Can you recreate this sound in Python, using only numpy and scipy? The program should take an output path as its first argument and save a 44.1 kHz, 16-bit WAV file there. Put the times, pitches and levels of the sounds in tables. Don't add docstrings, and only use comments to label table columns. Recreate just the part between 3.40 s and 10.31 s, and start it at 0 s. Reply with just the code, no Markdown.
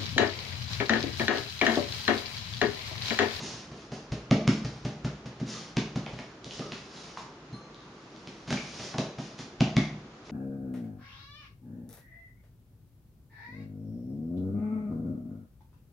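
import sys
import numpy as np
from scipy import signal
from scipy.fft import rfft, irfft, next_fast_len
from scipy.io import wavfile

SR = 44100
rng = np.random.default_rng(int(sys.argv[2]) if len(sys.argv) > 2 else 0)


def wav_record(signal):
    frames = np.transpose(np.atleast_2d(signal))
    bounded = np.clip(frames, -1, 1)
    quanta = np.round(bounded * 32767).astype(np.int16)
    wavfile.write(sys.argv[1], SR, quanta)


N = 304731

# start_s, thump_db, contact_ms, knock_db, knock_hz, slap_db
PATS = [(0.002, 1.5, 0.56, -16.5, 525, -17), (0.136, 0, 1, -22, 520, -27), (0.318, 0.5, 1, -20, 510, -25),
        (0.5208, 2, 0.61, -13, 584, -19), (0.722, 30.5, 3.8, -11, 540, -13),
        (0.913, 20.5, 0.25, 3, 595, -3), (1.079, 20.5, 0.37, -7.5, 382, -1.1),
        (1.2505, 21, 2, -15.5, 520, -14.5), (1.452, 16, 1.22, -11, 566, -13),
        (1.6485, 21, 1.58, -11.5, 540, -13.5), (1.86, 7.5, 1.35, -22, 530, -20),
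        (2.001, -0.5, 1.2, -18.5, 537, -21), (2.0151, 8.5, 0.35, -25, 380, -37),
        (2.3705, 14.5, 0.42, -5, 400, -4.5), (2.56, 14.5, 0.81, -12, 563, -13.5),
        (2.7338, 20, 3.6, -22, 520, -24), (2.791, -4, 0.18, -16, 610, -20.5),
        (3.0634, 7.5, 1.9, -18, 534, -34), (3.195, 1.5, 0.27, -10, 494, -28),
        (3.322, -5.5, 0.17, -19, 510, -15), (4.1289, 6, 1.03, -28, 520, -29.5),
        (4.8751, -8, 0.16, -25, 517, -23.5), (5.079, -1, 0.28, -21, 520, -16),
        (5.1074, 5, 0.16, -8.5, 554, -7), (5.1284, 9, 0.28, -23, 520, -6), (5.398, 5.5, 1.7, -17, 534, -15),
        (5.545, -0.5, 0.13, -11, 870, -40), (5.585, 9.5, 0.35, -4, 585, -6.5),
        (5.7864, 4.5, 0.5, -15, 700, -19), (5.992, -4, 0.36, -20.5, 535, -18.5),
        (6.2085, 21, 0.5, -2, 720, -3.5), (6.369, 21.5, 0.55, -6.5, 710, -1),
        (6.5294, -1.5, 1.1, -40, 520, -41), (6.897, -14, 0.55, -17, 525, -28)]


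def amp(db):
    return 10 ** (np.asarray(db) / 20)


def unit(x):
    return x / np.sqrt(np.mean(x ** 2) + 1e-20)


def along(points, hz):
    f, v = np.transpose(points)
    return np.interp(np.log(hz + 1), np.log(f + 1), v)


def filtered(x, response):
    n = x.shape[-1]
    m = next_fast_len(n + min(n, SR))
    return irfft(rfft(x, m) * response(np.fft.rfftfreq(m, 1 / SR)), m)[..., :n]


def resonance(f, hz, width):
    return 1j * f * width / (hz * hz - f * f + 1j * f * width)


def plate(f, modes):
    return sum((-1) ** k * amp(db) * resonance(f, hz, width) for k, (hz, width, db) in enumerate(modes))


def add(track, s, sound):
    i = max(round(s * SR), 0)
    part = track[..., i:i + sound.shape[-1]]
    part += sound[..., :part.shape[-1]]


def burst(t60, response):
    t = np.arange(SR // 16) / SR
    spectrum = rfft(rng.standard_normal(len(t)) * amp(-60 * t / t60), 2 * len(t))
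    spectrum = spectrum / np.abs(spectrum) ** .85
    puff = irfft(spectrum * response(np.fft.rfftfreq(2 * len(t), 1 / SR)))[:len(t)]
    return puff / np.linalg.norm(puff)


def spread(pair, width):
    # frequency_hz, side_gain
    apart = [(100, .02), (250, 0.04), (500, 0.2), (1000, 0.44), (2000, 0.97), (5000, 1.0), (9000, 0.61)]
    side = filtered(pair[1], lambda f: width * along(apart, f))
    return np.array([pair[0] + side, pair[0] - side])


def room_rush(level_db=-50.5):
    # frequency_hz, level_db
    spectrum = [(20, -38), (32, -27), (48, 0), (85, -10.5), (135, 1), (220, -1), (360, 0.5), (550, -7),
                (800, -9.5), (1200, -10), (2000, -18), (4000, -23), (7000, -27), (11000, -37.5)]
    pair = filtered(rng.standard_normal((2, N)), lambda f: amp(along(spectrum, f)))
    return amp(level_db) * spread(unit(pair), width=1.0)


def kitchen_reverb(x, delay_s=.007, block=13230):
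    # frequency_hz, t60_s
    decay = [(100, 1), (250, 0.66), (700, 0.53), (2500, 0.47), (6000, 0.47), (10000, 0.39)]
    out = np.zeros((2, N))
    for i in range(0, N, block):
        hz, t, noise = signal.stft(rng.standard_normal((2, SR // 2)), SR, nperseg=256)
        fade = amp(-60 * t / along(decay, hz)[:, None])
        tail = signal.istft(noise * fade, SR, nperseg=256)[1]
        tail /= np.linalg.norm(tail[0])
        add(out, i / SR + delay_s, signal.fftconvolve(x[None, i:i + block], tail, axes=1))
    return spread(out, width=0.68)


def glass_bowl(start_s=4.128, attack_s=0.0022):
    # pitch_hz, level_db, t60_s
    modes = [(940, -75, 2.5), (1160, -59.5, 2.8), (4160, -52, 0.33), (6370, -60, 0.32), (9615, -66, .28)]
    out, t = np.zeros(N), np.arange(2 * SR) / SR
    ring = sum(amp(db - 60 * t / t60) * np.sin(2 * np.pi * hz * t) for hz, db, t60 in modes)
    add(out, start_s, ring * (1 - np.exp(-t / attack_s)))
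    return out


def skin_squeaks():
    # start_s, level_db, pitch_hz, length_s
    squeaks = [(2.131, -51, 1280, 0.039), (3.208, -45.5, 1190, 0.034), (5.157, -40.5, 2380, 0.041)]
    out = np.zeros(N)
    for s, db, hz, length in squeaks:
        swell = np.hanning(int(length * SR))
        rub = filtered(rng.standard_normal(len(swell)), lambda f: resonance(f, hz, hz / 5) ** 2)
        add(out, s, amp(db) * swell * unit(rub))
    return out


def finger_ticks(t60=0.0081, level_db=-1, widen=1.74):
    # start_s, relative_db, centre_hz, base_width_hz
    ticks = [(1.2482, -21, 4500, 1800), (2.6632, -16, 2400, 1000), (2.667, -13.5, 645, 300),
             (2.789, -18, 2010, 900), (3.0442, -18, 4120, 3000), (3.1092, -17, 3120, 1100),
             (3.1354, -21, 5500, 2000), (3.1936, -19, 3000, 1700), (3.3206, -14, 2630, 1100),
             (3.7723, -11, 1030, 320), (3.776, -27, 2600, 1200), (4.3447, -27.5, 3830, 1000),
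             (4.4054, -33, 3840, 1000), (4.7627, -30, 4000, 2500), (4.8735, -21.5, 2620, 2200),
             (5.5415, -18.5, 1100, 950), (5.583, -14.5, 2300, 2600), (6.895, -25.5, 2190, 500)]
    out = np.zeros(N)
    for s, db, hz, width in ticks:
        add(out, s, amp(db + level_db) * burst(t60, lambda f: resonance(f, hz, widen * width) ** 2))
    return out


def flour_slide(level_db=-2.0, grains_per_s=4000, hiss_db=-44, hiss_growth=2.5, brisk_db=-41.5):
    # start_s, speeding_up_s, slowing_down_s, full_speed_db
    strokes = [(-0.08, 0.12, 0.25, -42.2), (0.31, 0.084, 0.097, -53.5), (0.515, 0.016, 0.086, -47.5),
               (1.09, .02, .1, -47), (1.17, 0.15, 0.25, -57), (2.05, 0.039, 0.24, -42.5),
               (2.58, .12, 0.28, -56), (3.02, 0.13, 0.21, -46.5), (3.31, 0.032, 0.16, -51),
               (3.44, 0.14, 0.25, -48), (3.76, 0.019, 0.071, -48.5), (4.2, 0.82, .3, -59.5),
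               (5.07, 0.032, 0.28, -47.5), (5.19, 0.26, 0.14, -44), (5.77, 0.028, .18, -48.5),
               (5.97, 0.021, 0.077, -46), (6.84, 0.011, 0.13, -54.5)]
    # frequency_hz, level_db
    flour = [(55, -2), (100, 3.5), (180, 9.5), (300, 2.5), (700, 0), (1500, -3.5), (3000, -2), (5300, 0),
             (7000, -5.5), (11000, -11.5)]
    t = np.arange(N) / SR
    strength = sum(amp(db) * np.interp(t - s, [0, rise, rise + fall], [0, 1, 0])
                   for s, rise, fall, db in strokes)
    catches = (rng.random(N) < grains_per_s / SR) * rng.standard_normal(N)
    friction = unit(catches) + rng.standard_normal(N)
    grit = unit(filtered(friction, lambda f: amp(along(flour, f))))
    hiss = unit(filtered(rng.standard_normal(N), lambda f: resonance(f, hz=6200, width=3500) ** 2))
    hiss_gain = amp(hiss_db) * (strength / amp(brisk_db)) ** hiss_growth
    return amp(level_db) * strength * grit + hiss_gain * hiss


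def palm_response(f, s):
    # frequency_hz, level_db
    slap = [(300, -39), (800, 6), (1500, 2.5), (2500, 1), (4000, -1.5), (5400, -2), (7000, -5.5),
            (11000, -14.5)]
    # start_s, over_slap_db, pitch_hz, width_hz
    pockets = [(0.913, 3, 2290, 400), (1.079, -3, 2270, 400), (2.37, 1, 2510, 700),
               (5.585, -0.5, 2490, 450), (6.209, 10, 2800, 550), (6.369, 13.5, 2136, 190)]
    # frequency_ratio, level_db
    overtones = [(1.001, 0.5), (1.58, -10), (2.359, -16.5)]
    ring = sum(amp(db + level) * resonance(f, ratio * hz, ratio * width)
               for start, db, hz, width in pockets if abs(start - s) < 0.05
               for ratio, level in overtones)
    return amp(along(slap, f)) * (1 + ring)


def hand_claps(graze_lead_s=0.0066, slap_lead_s=.0021, knock_lead_s=0.001212):
    # pitch_hz, width_hz, level_db
    knock_modes = [(337, 76, 3), (444, 74, 1), (590, 46, -1.5), (650, 58, -0.5), (790, 136, -5),
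                   (874, 72, -4), (1204, 480, -7)]
    out = np.zeros(N)
    for s, _, _, knock_db, knock_hz, slap_db in PATS:
        skin = lambda f: palm_response(f, s)
        slap_t60 = min(0.0073 * np.exp(-0.2 * slap_db), .08)
        add(out, s - slap_lead_s, amp(slap_db - 1) * burst(slap_t60, skin))
        add(out, s - graze_lead_s, amp(slap_db - 16) * burst(t60=0.067, response=skin))
        cupped = lambda f: plate(f, knock_modes) * resonance(f, knock_hz, width=220)
        add(out, s - knock_lead_s, amp(knock_db - 1.5) * burst(t60=0.0075, response=cupped))
    return out


def table_boom(gain_db=26):
    # pitch_hz, width_hz, level_db
    modes = [(61.5, 4, -24.5), (115, 22.7, -10.5), (130, 34, -5), (137.8, 13, -12.5), (149.6, 5, -9),
             (194.6, 6.5, -8), (205.9, 5.5, -12), (214.5, 3.1, -6.5), (216.55, 8, -3.5),
             (250.5, 17.4, -7.5), (273.4, 12.6, -8.5), (307.5, 4.1, -15.5), (342, 4.9, -15),
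             (368.1, 17.3, -13), (380.6, 32, -17)]
    force, t = np.zeros(N), np.arange(-SR // 50, SR // 50) / SR
    for s, db, contact_ms, *_ in PATS:
        push = np.exp(-np.abs(t) * 1000 / contact_ms)
        add(force, s + t[0], amp(db) * push / push.sum())
    return amp(gain_db) * filtered(force, lambda f: plate(f, modes))


def scene(hands_wet_db=1, boom_wet_db=-15):
    boom = table_boom()
    hands = hand_claps() + finger_ticks() + skin_squeaks() + flour_slide() + glass_bowl()
    reflections = kitchen_reverb(amp(hands_wet_db) * hands + amp(boom_wet_db) * boom)
    return boom + hands + reflections + room_rush()


def record(dry, low_hz=45.0, top_hz=11100):
    # frequency_hz, gain_db
    treble = [(6000, 0.5), (7000, -2), (7600, -10), (8050, -30), (8450, -10.5), (9100, -7.5),
              (10000, -12.5), (11000, -35.5)]
    high_pass = lambda f: f ** 4 / np.sqrt(f ** 8 + low_hz ** 8)
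    return filtered(dry, lambda f: amp(along(treble, f)) * high_pass(f) * (f < top_hz))


dry = scene()
out = record(dry)
wav_record(out)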